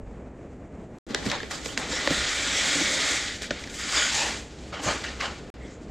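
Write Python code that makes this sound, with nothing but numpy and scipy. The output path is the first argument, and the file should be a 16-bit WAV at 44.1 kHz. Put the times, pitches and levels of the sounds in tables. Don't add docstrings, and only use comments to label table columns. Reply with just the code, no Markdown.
import sys
import numpy as np
from scipy import signal
from scipy.fft import rfft, irfft
from scipy.io import wavfile
from scipy.ndimage import uniform_filter1d

SR = 44100
rng = np.random.default_rng(int(sys.argv[2]) if len(sys.argv) > 2 else 0)


def unload_audio(sound):
    columns = np.transpose(np.atleast_2d(sound))
    steps = np.round(np.clip(columns, -1, 1) * 32767)
    wavfile.write(sys.argv[1], SR, steps.astype(np.int16))


def elevation(decibels):
    levels = np.asarray(decibels, float)
    return 10 ** (levels / 20)


N = 260190

# frequency_hz [Hz], level_db [dB per Hz]
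GRAIN_SPECTRUM = [(130, -26.5), (290, -2), (380, -13), (580, -10), (980, -12.5), (1450, -8), (2050, -2.5),
                  (2750, -9.5), (3500, -4), (4000, -3.5), (4400, -2), (4900, -0.5), (5800, 1), (7000, 6.5)]
# frequency_hz [Hz], change_db [dB re first pour]
TILTED_TUB = [(600, 2.5), (850, 0), (1100, 4.5), (1500, 0), (2050, 0), (2750, 1.5), (3500, 0.5), (4250, -3),
              (4900, 4), (5800, -2), (6600, 2), (8500, 0)]
# frequency_hz [Hz], change_db [dB re first pour]
SPILLING_TUB = [(600, 1), (900, 7), (1250, 0), (1800, 0.5), (2200, -1), (2750, 2.5), (3500, -1.5),
                (4250, 1), (4900, 1.5), (5800, 2.5), (6800, 2), (8500, 2.5)]
# frequency_hz [Hz], change_db [dB re first pour]
EMPTY_TUB = [(500, 3.5), (750, 3.5), (1100, 5), (1500, 2), (2050, -3), (2750, 2), (3500, -4.5),
             (5000, -0.5), (7000, -0.5)]
TILT_S, SPILL_S, LAST_SHAKE_S = 3.75, 4.12, 4.7


def salt():
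    s, (rush_db, fine_db, mass_db, boom_db) = movement()
    hits = grains(per_s=14000, spread_db=1.5, clump_db=0.51)
    out = singing(hits[0])

    posture = np.searchsorted([TILT_S, SPILL_S, LAST_SHAKE_S], np.arange(N) / SR)
    postures = [hits, shaped(hits, TILTED_TUB), shaped(hits, SPILLING_TUB), shaped(hits, EMPTY_TUB)]
    hits = through_wall(np.choose(posture, postures))

    ranges = [([130, 420], boom_db - 11.0),
              ([420, 700, 1150], mass_db - 3.5),
              ([1276, 1700, 2860, 4215], rush_db - 0.5),
              ([4200, 5800, 30000], fine_db + 3.5)]
    for edges_hz, range_db in ranges:
        level_db = np.interp(np.arange(N) / SR, s, range_db)
        parts = 0
        for low_hz, high_hz in zip(edges_hz, edges_hz[1:]):
            swell_db = 0.8 * drift(5) + 1.1 * drift(20)
            parts = parts + elevation(swell_db) * coloured(hits, GRAIN_SPECTRUM, low_hz, high_hz)
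        out = out + elevation(level_db) * rms_one(parts)
    return out


def grains(per_s, spread_db, clump_db):
    sizes = elevation(spread_db * np.minimum(rng.exponential(1, (2, N)), 5))
    signs = rng.choice([-1, 1], (2, N))
    struck = rng.random((2, N)) < per_s / SR
    return rms_one(sizes * signs * struck * elevation(clump_db * drift(46.0)))


# time_s [s], flow_db [dB], lumps_db [dB]
POUR_ONE = [
    (1.87, -61, -3),
    (1.92, -32.5, 8),
    (2.08, -33, 16.5),
    (2.13, -28, 8.5),
    (2.33, -30, 4),
    (2.7, -26.5, 2.5),
    (3.1, -27.5, 4.5),
    (3.3, -34.5, 7),
    (3.43, -46, 6),
]
POUR_TWO = [
    (3.7, -49, -20),
    (3.81, -40, -3),
    (3.902, -31.5, 3.5),
    (3.98, -25.5, 3),
    (4.11, -30.5, 4),
    (4.24, -29.5, 9),
    (4.33, -35.5, 14.5),
    (4.41, -44, 18),
    (4.48, -58, 19),
]
# start_s [s], level_db [dB], settling [dB per s], fine_db [dB], lumps_db [dB]
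JOLT_EVENTS = [(1.097, -44, 200, -8, 0), (1.137, -39, 400, -12, 2), (1.18, -44, 250, -4, 0),
               (1.255, -41, 250, -1, 0), (1.512, -37, 76, 1, 1), (1.65, -42.5, 150, 6, -4),
               (1.662, -40, 200, 0, 2), (1.69, -43, 100, -6, 0), (1.726, -44.5, 302, -2, 7),
               (1.778, -35, 42, -2, 2), (1.897, -45, 64, 8.5, 6), (2.122, -46, 60, 0, -9),
               (3.421, -36, 500, 0, -1), (3.432, -35, 349, -6, -13), (3.445, -39, 170, -4, -14),
               (3.513, -42, 43, -6, -2), (3.594, -46, 58, 0, -8), (3.745, -47.5, 60, 6, -10),
               (3.797, -36, 90, -2, -11), (4.729, -40, 300, -20, 0), (4.741, -42.5, 16, -11, 2),
               (4.834, -39, 74, 4, -11), (5.041, -33.5, 103, -8.5, -15), (5.206, -27.5, 197, -17, -8.5),
               (5.226, -34.5, 102, -7, 3)]
# peak_s [s], level_db [dB], settling [dB per s], fine_db [dB], lumps_db [dB]
SWAY_EVENTS = [
    (1.11, -61, 62, -7, 14),
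    (1.16, -38.5, 105, -9.5, 4),
    (1.27, -40, 115, 2, 7.5),
    (1.33, -32.5, 120, -47, 4),
    (3.98, -36.5, 94, -10, 1),
    (4.17, -37, 110, 5, -10),
    (4.891, -25.5, 137, -3.5, -0.5),
]
# peak_s [s], level_db [dB], fading [dB per s]
FLEX_EVENTS = [(1.12, -31, 60), (1.27, -26.5, 157), (1.67, -53, 64), (1.78, -30.5, 54), (1.91, -38, 100),
               (2.11, -26.5, 76), (2.8, -28.5, 20), (3.1, -32.5, 97), (3.98, -40, 117), (4.29, -34.5, 103),
               (4.89, -30, 132), (5.09, -49, 60)]
# levels of rush, fine, lumps and boom [dB]
STRAY_DB = [-53, -56, -57.5, -99]
# start_s [s], end_s [s]
STRAY_S = (1.066, 5.4)
JOLT_RISE_DB_PER_S, SWAY_RISE_SHARE = 1302, 2
FINE_SETTLING, LUMP_SETTLING = 1, 1.55
FULL_FLOW_DB, FINE_RE_FLOW_DB, LUMP_RE_FLOW_DB = -28, 0, -11.5
FINE_FOLLOWS, LUMP_FOLLOWS, FINE_LOST_TO_LUMPS = 1.11, 1.94, 0.29


def movement():
    t = np.arange(0, N, 40) / SR
    falling = (t > STRAY_S[0]) & (t < STRAY_S[1])
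    power = elevation(2 * np.array(STRAY_DB))[:, None] * falling + 1e-12

    for pour in (POUR_ONE, POUR_TWO):
        s, flow_db, lumps_db = np.transpose(pour)
        flow = np.interp(t, s, flow_db - FULL_FLOW_DB, left=-90, right=-90)
        lumps = np.interp(t, s, lumps_db)
        fine = FINE_RE_FLOW_DB + FINE_FOLLOWS * flow - FINE_LOST_TO_LUMPS * lumps
        mass = LUMP_RE_FLOW_DB + LUMP_FOLLOWS * flow + lumps
        power[:3] += elevation(2 * (FULL_FLOW_DB + np.array([flow, fine, mass])))

    for rows, sudden in ((JOLT_EVENTS, True), (SWAY_EVENTS, False)):
        s, db, fall, fine_db, lumps_db = np.transpose(rows)
        rise = JOLT_RISE_DB_PER_S if sudden else SWAY_RISE_SHARE * fall
        power[0] += surges(s, db, rise, fall)
        power[1] += surges(s, db + fine_db, rise, FINE_SETTLING * fall)
        power[2] += surges(s, db + lumps_db, rise, LUMP_SETTLING * fall)

    s, db, fade = np.transpose(FLEX_EVENTS)
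    power[3] += surges(s, db, fade, fade)
    return t, 10 * np.log10(power)


def surges(s, peak_db, rise, fall):
    after = np.arange(0, N, 40)[:, None] / SR - s
    return np.sum(elevation(2 * (peak_db + np.minimum(after * rise, -after * fall))), axis=1)


# frequency_hz [Hz], width_hz [Hz], lift_db
# [dB]
WALL_MODES = [(284, 30, 2.5), (580, 31, 1.5), (705, 36, -6.5), (962, 42, -5.5), (1250, 24, 5),
              (1427, 24, 6.5), (1510, 13, 1), (2335, 69, 3.5), (3300, 80, 2), (4270, 91, -3.5),
              (4830, 110, -1.5), (6500, 150, 1), (11550, 310, -12.5)]


def through_wall(x):
    hz = np.fft.rfftfreq(N, 1 / SR)[:, None]
    centre, width, lift = np.transpose(WALL_MODES)
    gain_db = np.sum(lift / (1 + (2 * (hz - centre) / width) ** 2), axis=1)
    return irfft(rfft(x) * elevation(gain_db), N)


# start_s [s], length_s [s], from_hz [Hz], to_hz [Hz], level_db [dB]
SINGING_PATCHES = [(1.15, 0.047, 1750, 1870, -40), (1.31, 0.077, 4100, 3700, -48),
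                   (1.33, 0.045, 6700, 6900, -50), (1.32, .04, 940, 960, -39),
                   (1.51, 0.075, 5100, 4700, -48), (1.68, 0.046, 3000, 3100, -44),
                   (1.89, 0.12, 5500, 5600, -42), (1.9, 0.075, 7300, 7000, -40),
                   (1.91, 0.16, 1800, 1920, -39), (2.37, 0.36, 7700, 7600, -42),
                   (2.07, 0.18, 1450, 1440, -44.5), (4.725, .08, 1300, 1440, -53),
                   (4.725, .06, 2300, 1900, -46), (4.726, .09, 3100, 2900, -47),
                   (2.5, .15, 5600, 5500, -42), (5.21, .09, 3100, 2900, -43), (5.04, .06, 3000, 2800, -46),
                   (4.87, .07, 4400, 4000, -40), (5.2, 0.057, 1100, 1200, -38),
                   (2.08, .18, 1810, 1860, -40.5), (2.11, 0.13, 3700, 4000, -41.5),
                   (2.42, 0.27, 3600, 3200, -44), (2.42, 0.32, 5800, 6500, -46),
                   (2.74, 0.3, 2200, 1940, -39), (2.77, 0.31, 3700, 3400, -48),
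                   (3.01, 0.39, 2150, 1850, -43), (2.82, 0.19, 590, 570, -43.5),
                   (3.93, 0.09, 5400, 4500, -37), (3.94, 0.16, 7200, 6600, -38),
                   (3.94, 0.14, 3800, 2960, -40), (3.93, 0.2, 1600, 1500, -41.5),
                   (4.12, .11, 6300, 7400, -41), (4.16, 0.12, 900, 930, -42), (4.14, 0.15, 1800, 1840, -41),
                   (4.18, 0.095, 2540, 2800, -36.5), (4.87, .06, 3100, 3300, -40),
                   (4.84, 0.054, 7100, 6300, -37), (5.2, 0.075, 2400, 1300, -40),
                   (5.035, 0.074, 1640, 1950, -42)]


def singing(hits):
    out = np.zeros(N)
    for s, length, from_hz, to_hz, db in SINGING_PATCHES:
        i, share = round(s * SR), np.linspace(0, 1, round(length * SR))
        turn = np.exp(2j * np.pi * np.cumsum(from_hz + (to_hz - from_hz) * share) / SR)
        narrow = signal.butter(2, 0.1 * from_hz, fs=SR, output="sos")
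        slow = signal.sosfilt(narrow, hits[i:i + len(share)] / turn)
        add_at(out, s, elevation(db) * rms_one((slow * turn).real) * np.sin(np.pi * share))
    return out


# start_s [s], peak_db [dB], pitch_hz [Hz], crack_db [dB re peak], t60_s [s]
SNAP_EVENTS = [(1.107, -40, 1900, -3, 0.028), (1.1468, -9.5, 1930, 7.5, 0.0082),
               (1.2257, -37, 1910, -12, 0.022), (1.263, -23, 1760, 3, 0.022),
               (1.2987, -23.5, 3900, 3, 0.032), (1.3143, -16.5, 1940, 3, 0.028),
               (1.403, -29, 1700, -7, 0.014), (1.4312, -35, 1760, -29, 0.037),
               (1.5094, -30, 1700, -27, 0.0039), (1.6583, -21.5, 2200, 5.5, 0.016),
               (1.7752, -16, 1750, -2.5, 0.018), (2.0748, -16, 1700, -4, 0.0071),
               (3.42, -23, 1790, 12, 0.0076), (3.5084, -21.5, 1570, -2, 0.037),
               (3.6384, -30, 2140, 0, 0.018), (3.6732, -30, 1960, 0, 0.02), (3.698, -32, 2180, 6, 0.012),
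               (4.728, -37, 1290, -40, 0.013), (4.7675, -37, 1450, -40, 0.035),
               (5.039, -28, 1730, -6, 0.058), (5.208, -26, 1900, -5, 0.029)]
CRACK_HZ = 4360


def snaps():
    length = 2000
    out, t = np.zeros(N + length), np.arange(length) / SR
    for s, peak_db, hz, crack_db, t60 in SNAP_EVENTS:
        rattle = rng.standard_normal(length) * elevation(-60 * t / t60) * np.minimum(t / 0.0004, 1)
        blow = rattle - 2.5 * (np.arange(length) == 8)
        wall = band_pass(blow, 0.87 * hz, 1.14 * hz)
        crack = band_pass(blow, 0.72 * CRACK_HZ, 1.45 * CRACK_HZ)
        crack = crack + elevation(-14.5) * np.diff(blow, n=2, prepend=[0, 0])
        knock = peak_one(wall) + elevation(crack_db + 5.5) * peak_one(crack)
        add_at(out, s, elevation(peak_db + 6.0) * peak_one(knock))
    return signal.sosfilt(signal.butter(3, 10500, fs=SR, output="sos"), out[:N])


# start_s [s], peak_db [dB], pitch_hz [Hz],
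# t60_s [s]
THUD_EVENTS = [(1.104, -23.5, 221, 0.1), (1.148, -11, 420, 0.028), (1.184, -32, 167, 0.16),
               (1.264, -14, 208, 0.091), (1.431, -23, 442, 0.045), (1.659, -28, 212, 0.058),
               (1.66, -21, 480, 0.033), (0.031, -31, 50.3, 0.58), (1.775, -30, 247, 0.19),
               (1.929, -21, 513, 0.078), (2.0748, -3.5, 551, 0.02), (2.107, -6.5, 279, 0.051),
               (2.752, -22.5, 285.6, 0.21), (2.81, -19, 314, 0.077), (3.416, -34, 273, 0.077),
               (3.508, -8, 583, 0.022), (3.511, -15.5, 260, 0.031), (4.725, -31, 156, 0.06),
               (4.879, -21, 654, 0.068), (4.86, -23.5, 117, 0.15), (4.87, -24, 170, .12),
               (2.17, -28, 200, .15), (1.98, -29, 250, .12), (2.18, -30.5, 61.6, 0.66),
               (1.901, -25.5, 276, 0.091)]


def thuds():
    length = 8000
    out = np.zeros(N + length)
    soft = 1 - np.exp(-np.arange(length) / SR / 0.0019)
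    for s, peak_db, hz, t60 in THUD_EVENTS:
        body = ring(length, hz, t60)
        body += 0.92 * ring(length, 1.83 * hz, 0.38 * t60)
        body += 0.29 * ring(length, 0.6 * hz, 1.74 * t60)
        add_at(out, s, elevation(peak_db - 3.5) * soft * body)
    return out[:N]


def ring(length, hz, t60):
    t = np.arange(length) / SR
    return np.sin(2 * np.pi * hz * t) * elevation(-60 * t / t60)


# start_s [s],
# peak_db [dB], centre_hz [Hz]
TAP_EVENTS = [(0.985, -38, 7000), (1.0663, -38, 7000), (1.1468, -26, 6500), (1.3148, -21, 4500),
              (1.66, -22, 9500), (3.6985, -26, 4970), (1.51, -26, 2500), (1.4317, -21.5, 2500),
              (1.146, -20, 3000), (1.776, -17, 3500), (2.0746, -7.5, 1660), (2.107, -11.5, 3500),
              (3.4205, -24, 6500), (3.5946, -30, 3500), (3.613, -33, 4550), (3.752, -33, 5000),
              (4.7415, -27, 1700), (5.2045, -27, 4500), (3.5076, -12, 2200), (3.5092, -18, 2000),
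              (3.926, -13, 2500)]


def taps():
    out = np.zeros(N)
    push = -1.0 * (np.arange(400) == 0)
    for s, peak_db, hz in TAP_EVENTS:
        add_at(out, s, elevation(peak_db) * peak_one(band_pass(push, 0.47 * hz, 1.87 * hz)))
    return out


# start_s [s], length_s [s], centre_hz [Hz], width [share], level_db [dB]
RIPPLE_EVENTS = [
    (5.543, .03, 4600, .5, -65),
    (5.602, .1, 2070, .06, -53),
    (5.64, 0.041, 3400, .06, -57),
    (5.645, .14, 5200, 0.71, -55.5),
    (5.66, .12, 1800, .25, -57),
    (5.702, 0.09, 7000, .1, -58),
    (5.62, .06, 8100, .06, -60),
    (5.81, 0.06, 7000, .4, -58.5),
    (5.88, .02, 4000, .5, -63),
]


def ripples():
    out = np.zeros(N + SR)
    for s, length, hz, width, db in RIPPLE_EVENTS:
        share, width = np.linspace(0, 1, round(length * SR)), np.clip(width, 0.02, 0.8)
        noise = rng.standard_normal(9000)
        fizz = band_pass(noise, hz * (1 - width), hz * (1 + width))[-len(share):]
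        add_at(out, s, elevation(db) * rms_one(fizz) * np.sin(np.pi * share ** 0.57))
    return out[:N]


def shop(x):
    t = np.arange(SR // 3) / SR
    tails = rng.standard_normal((2, len(t))) * elevation(-60 * t / 0.4) * (t > 0.006)
    tails = tails / np.sqrt(np.sum(tails[0] ** 2))
    return signal.fftconvolve(x[None], tails, axes=1)[:, :N]


# frequency_hz [Hz], level_db [dB per Hz]
VENTILATION_SPECTRUM = [(25, -9), (42, -5), (60, 4.5), (80, -4), (150, -6), (250, -3), (350, -7), (500, -9),
                        (700, -15), (1000, -23), (2000, -30), (2600, -37), (3700, -43), (5400, -45.5),
                        (6900, -40.5), (9000, -40)]
# [dB, air above 2.5 kHz]
VIEW_LEVELS = [
    (-41.5, -1),
    (-42, 8),
    (-42, 0),
]
# start_s [s], end_s [s]
SCENE_CHANGES = [
    (.9862, 1.066),
    (5.5015, 5.541),
]


def ventilation():
    white = rng.standard_normal((2, N))
    view = np.searchsorted([end for start, end in SCENE_CHANGES], np.arange(N) / SR)
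    low = coloured(white, VENTILATION_SPECTRUM, high_hz=2500)
    high = coloured(white, VENTILATION_SPECTRUM, low_hz=2500)
    rumble_db, hiss_db = np.array(VIEW_LEVELS)[view].T
    scale = elevation(rumble_db + 1.3 * drift(9.6)) / np.sqrt(np.mean(low ** 2))
    return scale * (low + elevation(hiss_db + 1.5 * drift(5.0)) * high)


def rms_one(x):
    return x / np.sqrt(np.mean(x ** 2) + 1e-20)


def peak_one(x):
    return x / np.abs(x).max()


def add_at(out, s, burst):
    i = round(s * SR)
    out[i:i + len(burst)] += burst


def band_pass(x, low_hz, high_hz):
    return signal.sosfilt(signal.butter(2, [low_hz, high_hz], "band", fs=SR, output="sos"), x)


def high_pass(x, hz, order):
    return signal.sosfiltfilt(signal.butter(order, hz, "high", fs=SR, output="sos"), x)


def at_hz(points, hz):
    known_hz, values = np.transpose(points)
    return np.interp(np.log(hz), np.log(known_hz), values)


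def drift(rate_hz):
    r = np.exp(-80 * np.pi * rate_hz / SR)
    slow = signal.lfilter([1], [1, -2 * r, r * r], rng.standard_normal(N // 40 + 2002))[2000:]
    return np.interp(np.arange(N) / 40, np.arange(len(slow)), rms_one(slow))


def shaped(x, spectrum):
    return irfft(rfft(x) * elevation(at_hz(spectrum, np.fft.rfftfreq(N, 1 / SR) + 1)), N)


# frequency_hz [Hz], side_db [dB re mid]
SIDE_SPECTRUM = [(40, -28), (250, -24), (600, -22), (1000, -25), (4000, -24), (9000, -20), (13000, -6)]


def coloured(x, spectrum, low_hz=1, high_hz=30000):
    hz = np.maximum(np.fft.rfftfreq(N, 1 / SR), 1)
    window = 1 / np.sqrt((1 + (low_hz / hz) ** 14) * (1 + (hz / high_hz) ** 14))
    gain = elevation(at_hz(spectrum, hz)) * window * np.minimum(hz / 20, 1) ** 2
    mid, side = irfft(rfft(x) * gain * [np.ones_like(hz), elevation(at_hz(SIDE_SPECTRUM, hz))], N)
    return np.array([mid + side, mid - side])


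# time_s [s], pan_db [dB, left minus right], width_db
# [dB]
TUB_PLACE = [(1.0, 0, -5), (1.07, 0.5, 13.5), (1.7, -.5, 12.5), (1.85, 0.5, 3), (2.25, -1, -3),
             (2.33, 0, -4), (2.421, 0, 2), (2.62, -0.5, -1.5), (2.7, -0.5, -7), (2.78, 0, 1.5), (3.3, 0, 0),
             (3.75, 0, -3.5), (4.22, 0, -1.5), (4.35, 0, -4.5), (4.75, 0, 0), (5.0, 0.1, 3.5),
             (5.6, 0.5, 5), (5.75, 3, -5)]


def scene():
    s, pan_db, width_db = np.transpose(TUB_PLACE)
    t, half = np.arange(N) / SR, np.array([[0.5], [-0.5]])
    hollow, sharp = thuds(), snaps() + taps()
    tub = salt() + sharp + hollow * elevation(half * -1)
    tub = tub * elevation(half * np.interp(t, s, pan_db))
    left, right = tub + elevation(-22.0) * shop(sharp + hollow) + ventilation() + ripples()
    mid, side = (left + right) / 2, (left - right) / 2
    return mid + [[1], [-1]] * elevation(np.interp(t, s, width_db))[None] * side


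# start_s [s], length_s [s], depth_db [dB]
TREBLE_DIPS = [
    (1.063, 0.025, -6),
    (1.124, .02, -7),
    (1.754, 0.022, -2),
    (3.487, .02, -0.5),
    (4.709, 0.023, -2),
]


def starved(x):
    t, dip_db = np.arange(N) / SR, 0
    for s, length, depth_db in TREBLE_DIPS:
        edge = np.minimum((t - s) / 0.0079, (s + length - t) / 0.00092)
        dip_db = dip_db + depth_db * np.clip(edge, 0, 1)
    return x + (elevation(dip_db) - 1) * high_pass(x, 720, order=2)


# frequency_hz [Hz], response_db [dB]
MICROPHONE_RESPONSE = [(7300, 0), (8300, -4.5), (8750, -9), (9500, -12.5), (11000, -13.5), (13000, -20),
                       (15000, -25), (15800, -59)]
# start_s [s], end_s [s]
SUDDEN_STRETCHES = [(.96, 1.16), (1.25, 1.33), (1.39, 1.53), (1.64, 1.73), (1.73, 1.8), (2.05, 2.14),
                    (3.4, 3.53), (3.58, 3.83), (4.71, 4.75), (4.81, 4.85), (5.02, 5.06), (5.18, 5.23),
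                    (5.49, 5.68)]


def dulled_gated_treble(x):
    x, t = shaped(x, MICROPHONE_RESPONSE), np.arange(N) / SR
    sudden = sum((t > start) & (t < end) for start, end in SUDDEN_STRETCHES)
    sudden = uniform_filter1d(1.0 * sudden, size=300)
    steady = fine_pitch_gate(x)
    return steady + sudden * high_pass(fine_time_gate(x) - steady, 7500, order=4)


# frequency_hz [Hz], threshold_db [dB re local mean]
GATE_THRESHOLD = [(7000, -20), (8300, -1.5), (9600, 1), (11000, 3.5), (13500, 4.5), (15500, 6)]
SUDDEN_THRESHOLD_DB = [-6, -8, -7, -9, -3, -4, -2, -3, -4, -5, -3, -3, -2]


def fine_time_gate(x):
    hz, s, cells = signal.stft(x, SR, "cosine", nperseg=256)
    power = np.abs(cells.mean(axis=0)) ** 2
    usual = smooth(power, bins=6, frames=6)
    stretch = np.maximum(np.searchsorted(np.array(SUDDEN_STRETCHES)[:, 0], s) - 1, 0)
    threshold_db = at_hz(GATE_THRESHOLD, hz + 1)[:, None] + np.array(SUDDEN_THRESHOLD_DB)[stretch]
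    kept = power > usual * elevation(2 * threshold_db)
    return signal.istft(cells * kept, SR, "cosine", nperseg=256)[1][:, :N]


def smooth(x, bins, frames):
    return uniform_filter1d(uniform_filter1d(x, size=bins, axis=0), size=frames, axis=1)


# frequency_hz [Hz], level_db [dB per cell]
BAND_FLOOR = [(7000, -135), (9000, -116), (11000, -113), (13000, -113), (15000, -112)]


def fine_pitch_gate(x):
    hz, _, cells = signal.stft(x, SR, "cosine", nperseg=2048)
    mid, side = (cells[0] + cells[1]) / 2, (cells[0] - cells[1]) / 2
    broad_mid, broad_side = [smooth(np.log(np.abs(v) ** 2 + 1e-20), bins=24, frames=2) for v in (mid, side)]
    side_floor = (-1 + at_hz(SIDE_SPECTRUM, hz + 1))[:, None] * np.log(10) / 10
    side = side * ((broad_side - broad_mid > side_floor) | (hz[:, None] > 10800))
    cells = np.array([mid + side, mid - side])

    power = np.abs(cells) ** 2
    usual = uniform_filter1d(power, size=32, axis=1)
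    kept = power > usual * elevation(2 * at_hz(GATE_THRESHOLD, hz + 1))[:, None]
    band = np.arange(len(hz)) // 32
    band_power = np.add.reduceat(power, np.arange(0, len(hz), 32), axis=1) / 32
    band_db = 10 * np.log10(band_power + 1e-20)
    luck_db = -7 * rng.standard_normal(band_db.shape[1:])
    kept &= (band_db + luck_db)[:, band] > at_hz(BAND_FLOOR, hz + 1)[:, None]
    return signal.istft(cells * kept, SR, "cosine", nperseg=2048)[1][:, :N]


def roll_off(x):
    return signal.sosfilt(signal.butter(12, 16040, fs=SR, output="sos"), x)


def record(dry):
    t = np.arange(N) / SR
    running = 1 - sum((t >= start) & (t < end) for start, end in SCENE_CHANGES)
    rounded = 0.91 * np.tanh(dry / 0.86)
    mix = dulled_gated_treble(starved(rounded)) * running
    return roll_off(mix)


dry = scene()
out = record(dry)
unload_audio(out)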